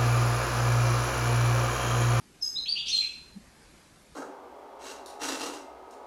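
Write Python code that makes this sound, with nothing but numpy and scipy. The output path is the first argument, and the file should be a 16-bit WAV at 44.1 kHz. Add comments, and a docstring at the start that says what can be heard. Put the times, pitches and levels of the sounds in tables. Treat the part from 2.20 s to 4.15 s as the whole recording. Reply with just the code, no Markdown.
"""A caged goldfinch sings one quick phrase in a quiet, hard-walled living room.
The two sides of its syrinx whistle gliding notes and rasp, at times together.
Cage, wall and cabinet reflect the song, and the room rings on after it.
A soft low bump follows. Faint room noise runs throughout."""
import sys
import numpy as np
from scipy import signal
from scipy.fft import rfft, irfft
from scipy.io import wavfile
from scipy.ndimage import uniform_filter1d

SR = 44100
rng = np.random.default_rng(int(sys.argv[2]) if len(sys.argv) > 2 else 0)


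def unload_audio(sound):
    """Save the sound as a 16-bit wav file, at the path given as the first command line argument."""
    columns = np.transpose(np.atleast_2d(sound))
    # keep every value between -1 and 1, then stretch to whole-number steps
    steps = np.round(np.clip(columns, -1, 1) * 32767)
    wavfile.write(sys.argv[1], SR, steps.astype(np.int16))


N = 85995


def amp(db):
    """Decibels to gain."""
    return 10 ** (np.asarray(db) / 20)


def unit_rms(x):
    """Scales to rms 1."""
    return x / np.sqrt(np.mean(x ** 2) + 1e-20)


def interp_log_hz(points, hz):
    """Interpolates (Hz, value) rows on a log-frequency axis."""
    points_hz, values = np.transpose(points)
    return np.interp(np.log(hz + 1), np.log(points_hz + 1), values)


def ramp(u):
    """Smooth step from 0 to 1."""
    return np.sin(np.pi / 2 * np.clip(u, 0, 1)) ** 2


def wander(rate_hz):
    """Random motion, rms 1, rolling off above rate_hz."""
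    hz = np.fft.rfftfreq(N, 1 / SR)
    return unit_rms(irfft(rfft(rng.standard_normal(N)) * np.exp(-(hz / rate_hz) ** 2), N))


# Room noise spectrum. Each row: frequency in Hz, relative density in dB.
NOISE_SPECTRUM = [(15, -25), (25, -2), (54, 2), (123, -8.5), (140, 2.5), (168, -5), (201, -2), (364, -6),
                  (676, -12), (921, -11), (1390, -14), (1620, -12), (2860, -18.5), (4790, -18.5),
                  (11800, -25), (15300, -44), (22000, -120)]
# Midrange swell. Each row: time in seconds, gain at band centre in dB.
MID_SWELL = [(0, -4), (.6, -1.5), (1.2, -3), (1.42, -0.5), (1.6, -0.5), (1.7, -2.5), (1.95, -3)]
# Rumble swell. Each row: time in seconds, gain at band centre in dB.
RUMBLE_SWELL = [(0, -3), (.65, -1.5), (.88, 3), (1.3, 1.5), (1.5, -1), (1.95, -1)]
def room_noise(level_db=-56.5, patch_depth_db=2):
    """Faint noise with drifting patches; midrange and rumble swell slightly."""
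    hz, t, spectrum = signal.stft(rng.standard_normal(N), SR, nperseg=2048, noverlap=1536)

    def swell_db(points, centre_hz, width_octaves):
        band = np.exp(-(np.log2((hz + 1) / centre_hz) / width_octaves) ** 2)
        return band[:, None] * np.interp(t, *np.transpose(points))

    patches = uniform_filter1d(rng.standard_normal(spectrum.shape), size=10, axis=0)
    patches = unit_rms(uniform_filter1d(patches, size=7, axis=1))
    base_db = interp_log_hz(NOISE_SPECTRUM, hz)[:, None]
    mid_db = swell_db(MID_SWELL, centre_hz=1160, width_octaves=2.6)
    rumble_db = swell_db(RUMBLE_SWELL, centre_hz=50, width_octaves=0.7)
    spectrum *= amp(base_db + patch_depth_db * patches + mid_db + rumble_db)
    noise = signal.istft(spectrum, SR, nperseg=2048, noverlap=1536)[1][:N]
    return amp(level_db) * unit_rms(noise)


def syrinx_side(notes, release_s=0.0083, rasp_spread_hz=626, rasp_rate_hz=503, flutter_depth=0.79):
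    """Notes glide towards a goal pitch; rasp shakes pitch and level. Returns complex tone and octave."""
    tone, octave = np.zeros((2, N), complex)
    shake, flutter = wander(rasp_rate_hz), wander(rasp_rate_hz)
    for start_s, length_s, first_hz, goal_hz, glide_s, level_db, rise_s, rasp, octave_db in notes:
        t = np.arange(N) / SR - start_s
        on = (t > 0) & (t < length_s + release_s)
        t = t[on]
        hz = goal_hz + (first_hz - goal_hz) * np.exp(-t / glide_s)
        hz += rasp * rasp_spread_hz * shake[on]
        envelope = amp(level_db) * ramp(t / rise_s) * ramp((length_s + release_s - t) / release_s)
        envelope *= 1 + rasp * flutter_depth * flutter[on]
        phasor = np.exp(2j * np.pi * np.cumsum(hz) / SR)
        tone[on] += envelope * phasor
        octave[on] += envelope * amp(octave_db) * phasor ** 2
    return tone, octave


# Notes of the low side of the syrinx. 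Each row: start in seconds, length in seconds, first pitch in Hz,
# goal pitch in Hz, glide time constant in seconds, level in dB, rise in seconds, rasp from 0 to 1,
# octave level in dB re the note.
LOW_NOTES = [ (.209, 0.013, 5690, 5140, 0.0089, -41, 0.008, 0.02, -28),
             (.219, 0.053, 5410, 5060, 0.0048, -26, 0.0084, 0.01, -30),
             (.355, 0.033, 3507, 4250, 0.01874, -29, 0.0092, 0.02, -36),
             (.455, 0.023, 2197, 3552, 0.0082, -36.5, 0.0057, 0.44, -19),
             (.480, 0.046, 4124, 4690, 0.0089, -26.5, 0.0036, 0.03, -29),
             (.548, 0.0317, 2479, 2953, 0.01476, -31, 0.022, 0.27, -21),
             (.572, 0.03, 3000, 3850, 0.018, -33.5, 0.004, 0.33, -24),
             (.652, 0.034, 3413, 3293, 0.03, -38, 0.0097, 0.84, -20),
             (.688, 0.045, 2331, 4250, .014, -33, 0.0053, 0.29, -41),
             (.720, 0.0235, 2445, 3024, 0.0202, -41.5, 0.0033, 0.68, -37),
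             (.752, 0.027, 3385, 3310, 0.016, -34, 0.0084, 0.18, -16),
             (.793, 0.0582, 2704, 2420, 0.03, -39, 0.025, 0.27, -12.5)]
# Notes of the high side. Same columns.
HIGH_NOTES = [ (.218, 0.079, 6070, 6400, 0.0127, -41, 0.0053, 0.085, -30),
              (.657, 0.03, 4300, 4800, 0.01455, -40.5, 0.006, 0.817, -25),
              (.679, 0.031, 5145, 5873, 0.00952, -34, 0.005, 0.578, -27),
              (.719, 0.08, 4420, 4099, 0.0157, -25.5, 0.018, 0.0082, -25.5)]
def goldfinch(breath_db=-26.5, mixing_ref_db=-31, throat_hz=2320):
    """Both sides sound with octaves, combination tones and breath; the throat cuts the lows."""
    low, low_octave = syrinx_side(LOW_NOTES)
    high, high_octave = syrinx_side(HIGH_NOTES)
    high_phasor = high / (abs(high) + 1e-9)
    sum_tone = amp(-18.5) * high * low
    lower_sideband = amp(-17) * high * high_phasor * low.conj()  # 2 f_high - f_low
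    upper_sideband = amp(-30) * high * high_phasor * low  # 2 f_high + f_low
    combination = (sum_tone + lower_sideband + upper_sideband) / amp(mixing_ref_db)
    breath = amp(breath_db) * (low + high) * wander(rate_hz=1780)
    voice = low + high + low_octave + high_octave + combination + breath
    throat = signal.butter(8, throat_hz, "high", fs=SR, output="sos")
    return signal.sosfilt(throat, voice.real)


# First reflections from cage, wall and cabinet. Each row: delay in seconds, linear gain.
REFLECTIONS = [(.0031, 0.27), (.0074, .45), (0.0115, .4), (.0205, .35)]
def near_echoes(x):
    """Nearby surfaces add delayed copies to the direct sound."""
    hz = np.fft.rfftfreq(N, 1 / SR)
    echoes = sum(gain * np.exp(-2j * np.pi * hz * delay_s) for delay_s, gain in REFLECTIONS)
    return irfft(rfft(x) * (1 + echoes), N)


# Room decay. Each row: frequency in Hz, T60 in seconds.
ROOM_T60 = [(200, 0.13), (2500, 0.59), (4100, 0.56), (5500, 0.55), (8000, 0.63), (12000, 0.64)]
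def room_reverb(x, wet_db, build_s=0.015):
    """Hard walls add a dense tail that dies band by band."""
    hz, t, spectrum = signal.stft(rng.standard_normal(SR), SR, nperseg=256)
    decay = amp(-60 * t / interp_log_hz(ROOM_T60, hz)[:, None])
    tail = signal.istft(spectrum * decay * ramp(t / build_s), SR, nperseg=256)[1]
    return x + amp(wet_db) * signal.fftconvolve(x, tail / np.linalg.norm(tail))[:N]


def bump(start_s=1.153, pitch_hz=203, level_db=-38, rise_s=0.016, hold_s=0.0062, decay_s=0.0014):
    """A soft, well-damped low knock that swells for a few cycles and stops."""
    t = np.maximum(np.arange(N) / SR - start_s, 0)
    fade = np.exp(-np.maximum(t - rise_s - hold_s, 0) / decay_s)
    return amp(level_db) * ramp(t / rise_s) * fade * np.sin(2 * np.pi * pitch_hz * t)


def scene():
    """Bird and bump in the room, over its noise; mono."""
    song = room_reverb(near_echoes(goldfinch()), wet_db=-1)
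    knock = room_reverb(bump(), wet_db=3)
    return (song + knock + room_noise())[None]


def record(dry, cutoff_hz=12000):
    """Steep linear-phase low-pass."""
    low_pass = signal.firwin(511, cutoff_hz, window=("kaiser", 9), fs=SR)
    return signal.oaconvolve(dry, low_pass[None], "same")


dry = scene()
out = record(dry)
unload_audio(out)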